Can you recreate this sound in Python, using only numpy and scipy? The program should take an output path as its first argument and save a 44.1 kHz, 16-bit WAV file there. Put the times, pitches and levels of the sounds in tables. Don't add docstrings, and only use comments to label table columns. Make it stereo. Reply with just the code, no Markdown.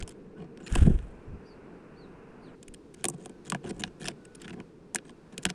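import sys
import numpy as np
from scipy import signal
from scipy.fft import rfft, irfft
from scipy.io import wavfile
from scipy.ndimage import uniform_filter1d

SR = 44100
rng = np.random.default_rng(int(sys.argv[2]) if len(sys.argv) > 2 else 0)


def log_audio(samples):
    frames = np.atleast_2d(samples).T
    limited = np.clip(frames, -1, 1)
    pcm = np.round(limited * 32767).astype(np.int16)
    wavfile.write(sys.argv[1], SR, pcm)


N = 244314


def gain_of(db):
    return 10 ** (np.asarray(db) / 20)


def evened(x):
    return x / np.sqrt(np.mean(x ** 2) + 1e-20)


def clock(length):
    return np.arange(max(round(length * SR), 8)) / SR


def add(mix, s, sound):
    start = round(s * SR)
    sound = sound[max(-start, 0):]
    part = mix[max(start, 0):][:len(sound)]
    part += sound[:len(part)]


def level(times, db):
    return gain_of(np.interp(np.arange(N) / SR, times, db))


def noise(colour):
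    hz, db = np.transpose(colour)
    log_hz = np.log(np.fft.rfftfreq(N, 1 / SR) + 1)
    shape_db = np.interp(log_hz, np.log(hz), db)
    return evened(irfft(rfft(rng.standard_normal(N)) * gain_of(shape_db), N))


def band(x, hz, spread, order=2):
    edges = [min(hz / (1 + spread), .4 * SR), min(hz * (1 + spread), .48 * SR)]
    return signal.sosfilt(signal.butter(order, edges, "bandpass", fs=SR, output="sos"), x)


def wavering(count, waver, smoothing):
    return 1 + waver * evened(uniform_filter1d(rng.standard_normal(count), size=smoothing))


# t/s, rumble level/dB, road wash level/dB, hiss level/dB
TOWN_LEVELS = [(0, -48.5, -63, -74), (.3, -49, -65, -79), (1.2, -50, -59.5, -76.5),
               (2.548, -49.5, -58.5, -76.5), (2.558, -52.5, -68.5, -75.5), (3.6, -51.5, -64.5, -73),
               (4.6, -52, -64.5, -73), (4.76, -52.5, -68, -77), (5.54, -53, -62, -72.5)]
# f/Hz, relative level/dB per Hz
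RUMBLE_COLOUR = [(20, -5), (60, -8), (110, -9.5), (170, 1), (300, -2.5), (460, -1.5), (600, -19),
                 (800, -24.5), (1200, -40), (3000, -73.5)]
ROAD_COLOUR = [(300, -17.5), (600, 6), (750, 4), (1000, 4.5), (1250, 1), (1500, 2), (2000, -5.5),
               (2700, -6), (3300, -24), (5000, -64), (12000, -59.5)]
HISS_COLOUR = [(1000, -16), (3000, 6), (5000, 4.5), (7000, 0), (9500, -1), (10800, -12), (12500, -17),
               (16000, -26)]


def town():
    times, *levels = np.transpose(TOWN_LEVELS)
    colours = [RUMBLE_COLOUR, ROAD_COLOUR, HISS_COLOUR]
    return sum(noise(colour) * level(times, db) for colour, db in zip(colours, levels))


def puff(length, db, corner_hz, lowest_hz=14, steepness=1.99, eddy_hz=60, top_hz=750):
    hz = np.fft.rfftfreq(SR, 1 / SR)
    window = np.hanning(len(clock(length)))
    turbulence = hz ** 2 / (hz ** 2 + lowest_hz ** 2) / np.sqrt(1 + hz / eddy_hz) / (1 + (hz / top_hz) ** 4)
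    shape = turbulence / (1 + (hz / corner_hz) ** steepness)
    random_phase = np.exp(2j * np.pi * rng.random(len(hz)))
    eddies = irfft(shape * random_phase, SR)[:len(window)]
    return gain_of(db) * evened(eddies * window)


# middle t/s, length t/s, level/dB, corner f/Hz
AIR_PUFFS = [(.01, .14, -39.5, 95), (.823, .04, -22.5, 220), (0.876, .03, -17, 300),
             (0.906, 0.039, -24, 238), (.945, .06, -28, 130), (1.325, .19, -44, 85), (2.711, .18, -54, 40),
             (3.8, 0.48, -57, 90), (4.055, .13, -54.5, 60), (5.467, .08, -47.5, 100)]


def puffs():
    out = np.zeros(N)
    for s, length, db, corner_hz in AIR_PUFFS:
        add(out, s - length / 2, puff(length, db, corner_hz))
    return out


# f/Hz, width f/Hz, level/dB
SHELL_RINGS = [(1470, 170, 3.5), (1673, 130, 4), (2478, 120, -2.5), (2853, 73, -0.5), (3215, 460, -4),
               (5270, 700, -0.5)]


def shell(x):
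    rings = [gain_of(db) * signal.lfilter(*signal.iirpeak(hz, hz / width, fs=SR), x)
             for hz, width, db in SHELL_RINGS]
    return x + sum(rings)


def ring(x, modes, scatter=0.017):
    t = np.arange(len(x)) / SR
    answer = np.zeros(len(x))
    for k, (hz, db, t60) in enumerate(modes):
        shifted_hz = hz * (1 + scatter * rng.standard_normal())
        answer += (-1) ** k * gain_of(db - 60 * t / t60) * np.sin(2 * np.pi * shifted_hz * t)
    return signal.fftconvolve(x, answer)[:len(x)]


# f/Hz, level/dB, 60 dB decay t/s
WALL_MODES = [(608, -4.5, .03), (723, 3, 0.041), (850, -4.5, 0.033), (972, -1.5, 0.034),
              (1135, -2.5, 0.023)]
# f/Hz, level/dB, 60 dB decay t/s
BOTTLE_MODES = [(105, -10, 0.088), (142, -6, 0.21), (180.5, 3.5, 0.11), (239, 2.5, 0.055),
                (291.5, -3, 0.085), (345.3, 1.5, 0.076), (430, -0.5, 0.045), (542, -11, 0.09)]
TICK_HZ, TICK_AT_DB, TICK_OCTAVES_PER_DB = 7950, -45, .006


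def contact(force, push, length, db, hardness_db, husk_hz, thud_db, wall_db, tick_spread, husk_spread):
    tick_db = db + hardness_db
    tick_hz = TICK_HZ * 2 ** (TICK_OCTAVES_PER_DB * (tick_db - TICK_AT_DB))
    tick = band(force, tick_hz, tick_spread)
    husk = band(shell(force), husk_hz, husk_spread * (husk_hz / 2800) ** 0.38)
    wall, bottle = ring(push, WALL_MODES), ring(push, BOTTLE_MODES)
    parts = [(tick, tick_db), (husk, db), (wall, wall_db), (bottle, thud_db)]
    return sum(gain_of(part_db) * x * np.sqrt(length * SR / np.sum(x ** 2)) for x, part_db in parts)


def friction(length, slips_per_s=800, spread_db=3.5, rub=0.12, rattle_s=0.0014,
             edge=0.17, edge_per_s=4, catch_db=1.5):
    stroke = signal.windows.tukey(len(clock(length)), min(edge + edge_per_s * length, 1))
    count = len(stroke)
    grip = uniform_filter1d(rng.standard_normal(count), size=220)
    stroke = stroke * gain_of(catch_db * evened(grip))
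    slip_gain = gain_of(spread_db * np.minimum(rng.exponential(1, count), 3))
    slips = (rng.random(count) < slips_per_s / SR) * slip_gain
    slips, stroke = np.pad([slips * stroke, stroke], ((0, 0), (0, SR // 8)))
    rattle_power = signal.fftconvolve(slips ** 2, np.exp(-2 * clock(.012) / rattle_s))[:len(slips)]
    rattle = np.sqrt(np.abs(rattle_power))
    return (slips + 0.22 * rattle + rub * stroke) * rng.standard_normal(len(slips))


def seeds(force, grip_s=0.0079, lowest_hz=1700, highest_hz=9500, ring_db=7, count=7):
    notes = np.geomspace(lowest_hz, highest_hz, count) * 2 ** rng.uniform(-.2, .2, count)
    wander = rng.standard_normal((count, len(force)))
    touched = uniform_filter1d(wander, max(round(grip_s * SR), 1)) > 0
    ringing = sum(band(force * on, hz, spread=.045, order=1) for hz, on in zip(notes, touched))
    return force + gain_of(ring_db) * ringing


WALL_BELOW_THUD_DB = -15.5
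# t/s, length t/s,
# husk level/dB, tick over husk level/dB, bottle thud level/dB
SCRAPES_AND_RUSTLES = [(0.002, 0.012, -49, -3, -43), (0.103, 0.023, -61, -1, -54), (0.355, 0.115, -66, -13, -44.5),
                       (0.59, 0.068, -63.5, -7.5, -50), (0.661, 0.025, -46.5, -6, -50),
                       (0.723, 0.0061, -47, 3, -44), (0.751, 0.008, -33, -2, -30), (2.951, 0.125, -66.5, -4, -63),
                       (3.11, 0.045, -67.5, 0, -44), (3.155, 0.135, -70.5, 2, -52),
                       (3.445, 0.044, -57.5, 0, -48.5), (3.629, 0.03, -59, -6, -39),
                       (3.658, .032, -52.5, -7, -39.5), (3.688, 0.027, -49, -1, -35), (3.715, 0.084, -71, 1, -49),
                       (3.794, 0.017, -50, 6, -36.5), (3.818, .0065, -48, -5, -37), (3.852, .037, -60, -7, -49),
                       (3.996, 0.046, -51.5, -4, -43), (4.043, 0.028, -42.5, -4.5, -44),
                       (4.089, .035, -58, -8, -45), (4.388, 0.084, -59.5, -9, -55), (4.442, .016, -50, -14, -45),
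                       (4.472, 0.042, -52, -12, -44), (4.527, .018, -54.5, -9, -40.5), (4.55, 0.07, -68, -20, -43),
                       (5.039, 0.078, -66, -3, -53.5), (5.322, 0.024, -62, -5, -46), (5.459, .011, -41, -12, -37),
                       (5.485, 0.017, -46, -8, -50)]


def scrapes(husk_hz=2500, octaves_per_db=.035):
    out = np.zeros(N)
    for s, length, db, hardness_db, thud_db in SCRAPES_AND_RUSTLES:
        force = friction(length)
        hz = husk_hz * 2 ** (octaves_per_db * hardness_db)
        add(out, s, contact(seeds(force), force, length, db, hardness_db, hz, thud_db,
                            thud_db + WALL_BELOW_THUD_DB, tick_spread=0.24, husk_spread=0.79))
    return out


# t/s, husk level/dB, tick over husk level/dB, husk f/Hz, bottle thud level/dB, wall knock level/dB
BLOWS = [(0.0256, -44.5, -6, 2900, -54, -52), (0.077, -52, 4, 3200, -58, -54),
         (0.574, -55, -10, 2900, -44, -64), (0.755, -35, -5, 2600, -30, -31.5),
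         (0.9895, -55, -13, 2200, -47, -60), (3.0428, -33.5, 5.5, 2900, -36, -35.5),
         (3.0533, -34, 4.5, 3100, -31, -40), (3.0853, -45, 18, 5000, -35.5, -42),
         (3.0993, -57, 17.5, 4200, -40.5, -50.5), (3.2586, -50.5, 4, 2900, -42.5, -47),
         (3.2953, -60.5, 3, 2200, -42.5, -58), (3.5, -38, 5, 3800, -48, -61),
         (3.5211, -33.5, -6.5, 2100, -30, -31.5), (3.5475, -35.5, -14, 2100, -33, -35),
         (3.6424, -55, -9, 2400, -45, -52), (3.8374, -29.5, -16, 2800, -37.5, -40),
         (4.0435, -46, -5, 3300, -43, -49), (4.076, -40, -17, 3600, -50, -46),
         (4.0837, -32, -4.5, 3200, -39, -38.5), (4.48, -45, -13, 1800, -50.5, -62),
         (4.6012, -50, -13, 2000, -41, -59), (4.9474, -39.5, 10.5, 3200, -37, -38.5),
         (4.9581, -30.5, 1, 2600, -39.5, -50), (4.9856, -46.5, -21, 2500, -53, -62),
         (5.095, -55.5, -7, 2800, -48.5, -54.5), (5.3795, -38.5, -.5, 3300, -39, -64),
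         (5.4533, -24.5, -3.5, 2450, -29.5, -36), (5.5015, -36, -4.5, 3500, -39, -45.5)]


def knocks(crack_s=0.00046, rattle_s=0.0028, rattle_db=-13, echo_s=0.0021, echo_db=-15,
           tail_s=0.011, tail_db=-42, graze_s=0.0018, graze_db=-26):
    lead_s = .006
    out, t = np.zeros(N), clock(0.1576) - lead_s
    after = np.maximum(t, 0)
    touch = np.diff(t >= 0, prepend=False)
    crack = np.exp(-after / crack_s)
    echo = gain_of(echo_db) * np.exp(-np.abs(t - echo_s) / crack_s)
    rattle = gain_of(rattle_db) * np.exp(-after / rattle_s)
    tail = gain_of(tail_db) * np.exp(-after / tail_s)
    graze = gain_of(graze_db) * np.exp(-np.abs(t) / graze_s)
    envelope = np.where(t < 0, graze, crack + echo + rattle + tail)
    for s, *colour in BLOWS:
        force = 1.64 * touch + envelope * rng.standard_normal(len(t))
        push = 9 * touch + (t >= 0) * np.exp(-after / 0.0025) * rng.standard_normal(len(t))
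        add(out, s - lead_s, contact(force, push, 0.0088, *colour, tick_spread=0.24, husk_spread=0.54))
    return out


# t/s, length t/s, husk level/dB
BEAK_NIBBLES = [(.026, .0085, -55), (0.076, 0.021, -54), (2.628, 0.007, -51), (2.68, 0.0052, -50),
                (2.738, 0.0094, -50), (2.939, 0.01, -53.5), (3.248, .005, -59), (4.251, 0.007, -55),
                (4.349, 0.0096, -52), (4.416, 0.005, -48), (5.421, 0.018, -49.5)]


def nibbles(hardness_db=1.5, husk_hz=3900, through_legs_db=-7):
    out = np.zeros(N)
    for s, length, db in BEAK_NIBBLES:
        force = friction(length)
        thud_db = db + through_legs_db
        add(out, s, contact(seeds(force), force, length, db, hardness_db, husk_hz, thud_db,
                            thud_db + WALL_BELOW_THUD_DB, tick_spread=0.33, husk_spread=0.85))
    return out


def settling(delay_s=.005, length_s=.025, fade_s=.008, below_blow_db=-26,
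             hardness_db=-10, husk_hz=2200, below_thud_db=-14):
    out = np.zeros(N)
    for s, db, _, _, thud_db, _ in BLOWS:
        force = friction(length_s)
        force = force * np.exp(-np.arange(len(force)) / SR / fade_s)
        push_db = thud_db + below_thud_db
        add(out, s + delay_s, contact(seeds(force), force, length_s, db + below_blow_db, hardness_db, husk_hz,
                                      push_db, push_db + WALL_BELOW_THUD_DB, tick_spread=0.24, husk_spread=0.79))
    return out


# t/s, length t/s, f/Hz, level/dB
FAINT_WHINES = [(.35, 0.055, 1495, -64), (3.27, 0.15, 1530, -73), (4.13, 0.31, 1475, -70)]


def whines(waver=0.017):
    out = np.zeros(N)
    for s, length, hz, db in FAINT_WHINES:
        window = np.hanning(len(clock(length))) ** .5
        phase = 2 * np.pi * np.cumsum(hz * wavering(len(window), waver, 200)) / SR
        add(out, s, gain_of(db) * evened(window * np.sin(phase)))
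    return out


# t/s, length t/s, start f/Hz, crest f/Hz, end f/Hz, level/dB, octave over fundamental level/dB, waver share
BIRD_CALLS = [(0.628, 0.041, 6250, 7240, 6550, -63.5, -40, .003),
              (1.44, 0.115, 4300, 4900, 4150, -69, -22, 0.029),
              (1.448, 0.063, 5600, 5900, 5000, -78, -30, .02),
              (1.952, 0.12, 3950, 4650, 3450, -68.5, -22, 0.0098),
              (2.412, 0.11, 4250, 4380, 2200, -72, -20, 0.026),
              (2.395, .14, 4850, 4750, 3290, -77, -7, .018)]


def chirps(crest=0.32, yard_db=-11, yard_t60=.3, wall_s=0.025, wall_db=-11):
    out = np.zeros(N)
    for s, length, start_hz, crest_hz, end_hz, db, octave_db, waver in BIRD_CALLS:
        u = clock(length) / length
        before = np.maximum(1 - u / crest, 0)
        beyond = np.maximum((u - crest) / (1 - crest), 0)
        hz = crest_hz + (start_hz - crest_hz) * before ** 1.3 + (end_hz - crest_hz) * beyond ** 1.1
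        phase = 2 * np.pi * np.cumsum(hz * wavering(len(u), waver, 60)) / SR
        swell = signal.windows.tukey(len(u), .6)
        whistle = np.sin(phase) + gain_of(octave_db) * np.sin(2 * phase)
        add(out, s, gain_of(db) * evened(whistle * swell))
    t = clock(0.4)
    yard = rng.standard_normal(len(t)) * gain_of(-60 * t / yard_t60)
    yard *= gain_of(yard_db) / np.linalg.norm(yard)
    add(yard, wall_s, gain_of([wall_db]))
    return out + signal.fftconvolve(out, yard)[:N]


def nearness(t, closest_s, passing_s):
    return 1 / np.hypot(1, (t - closest_s) / passing_s)


FIRST_BEAT_S, BEATS_PER_S, FLIGHT_S = .742, 24, .46
# f/Hz, relative level/dB
FEATHER_SPECTRUM = [(400, 15), (900, 4.5), (1700, 5.5), (3200, 1.5), (5200, -12), (7500, -0.5), (9500, 0),
                    (11000, -7), (15000, -16)]


def feathers(open_s=.645, opening_s=.07, closest_s=.785, passing_s=.11, falloff=2.8,
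             peak_db=-44, beat_db=3.5, flicker_db=2.5):
    t = np.arange(N) / SR
    beat = np.cos(2 * np.pi * BEATS_PER_S * (t - FIRST_BEAT_S))
    flicker = evened(uniform_filter1d(rng.standard_normal(N), size=200))
    opening = np.clip((t - open_s) / opening_s, 0, 1)
    swell = opening * nearness(t, closest_s, passing_s) ** falloff
    rush = evened(shell(noise(FEATHER_SPECTRUM)))
    return rush * swell * gain_of(peak_db + beat_db * beat + flicker_db * flicker)


def downwash(closest_s=.832, passing_s=.105, falloff=3.25, peak_db=-20.5, stroke_s=.074, far_hz=45, near_hz=72):
    out = np.zeros(N)
    for s in FIRST_BEAT_S + np.arange(0, FLIGHT_S, 1 / BEATS_PER_S):
        near = nearness(s, closest_s, passing_s)
        corner_hz = far_hz + (near_hz - far_hz) * near
        add(out, s - stroke_s / 2, near ** falloff * puff(stroke_s, peak_db, corner_hz))
    return out


# f/Hz, level/dB
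PORT_RESPONSE = [(9000, 0.5), (10100, -0.5), (10700, -9.5), (11400, -12.5), (12600, -8.5), (14300, -7.5),
                 (15100, -14.5), (16000, -24)]


def port(x):
    hz, db = np.transpose(PORT_RESPONSE)
    response_db = np.interp(np.fft.rfftfreq(len(x), 1 / SR), hz, db)
    return irfft(rfft(x) * gain_of(response_db), len(x))


def scene():
    through_port = port(scrapes() + knocks() + nibbles() + settling() + feathers())
    mono = town() + puffs() + through_port + whines() + chirps() + downwash()
    return np.array([mono, mono])


EDGE_HZ = 16300


def record(dry):
    lowpass = signal.firwin(511, EDGE_HZ, window=("kaiser", 9), fs=SR)
    return signal.oaconvolve(dry, lowpass[None], "same")


dry = scene()
out = record(dry)
log_audio(out)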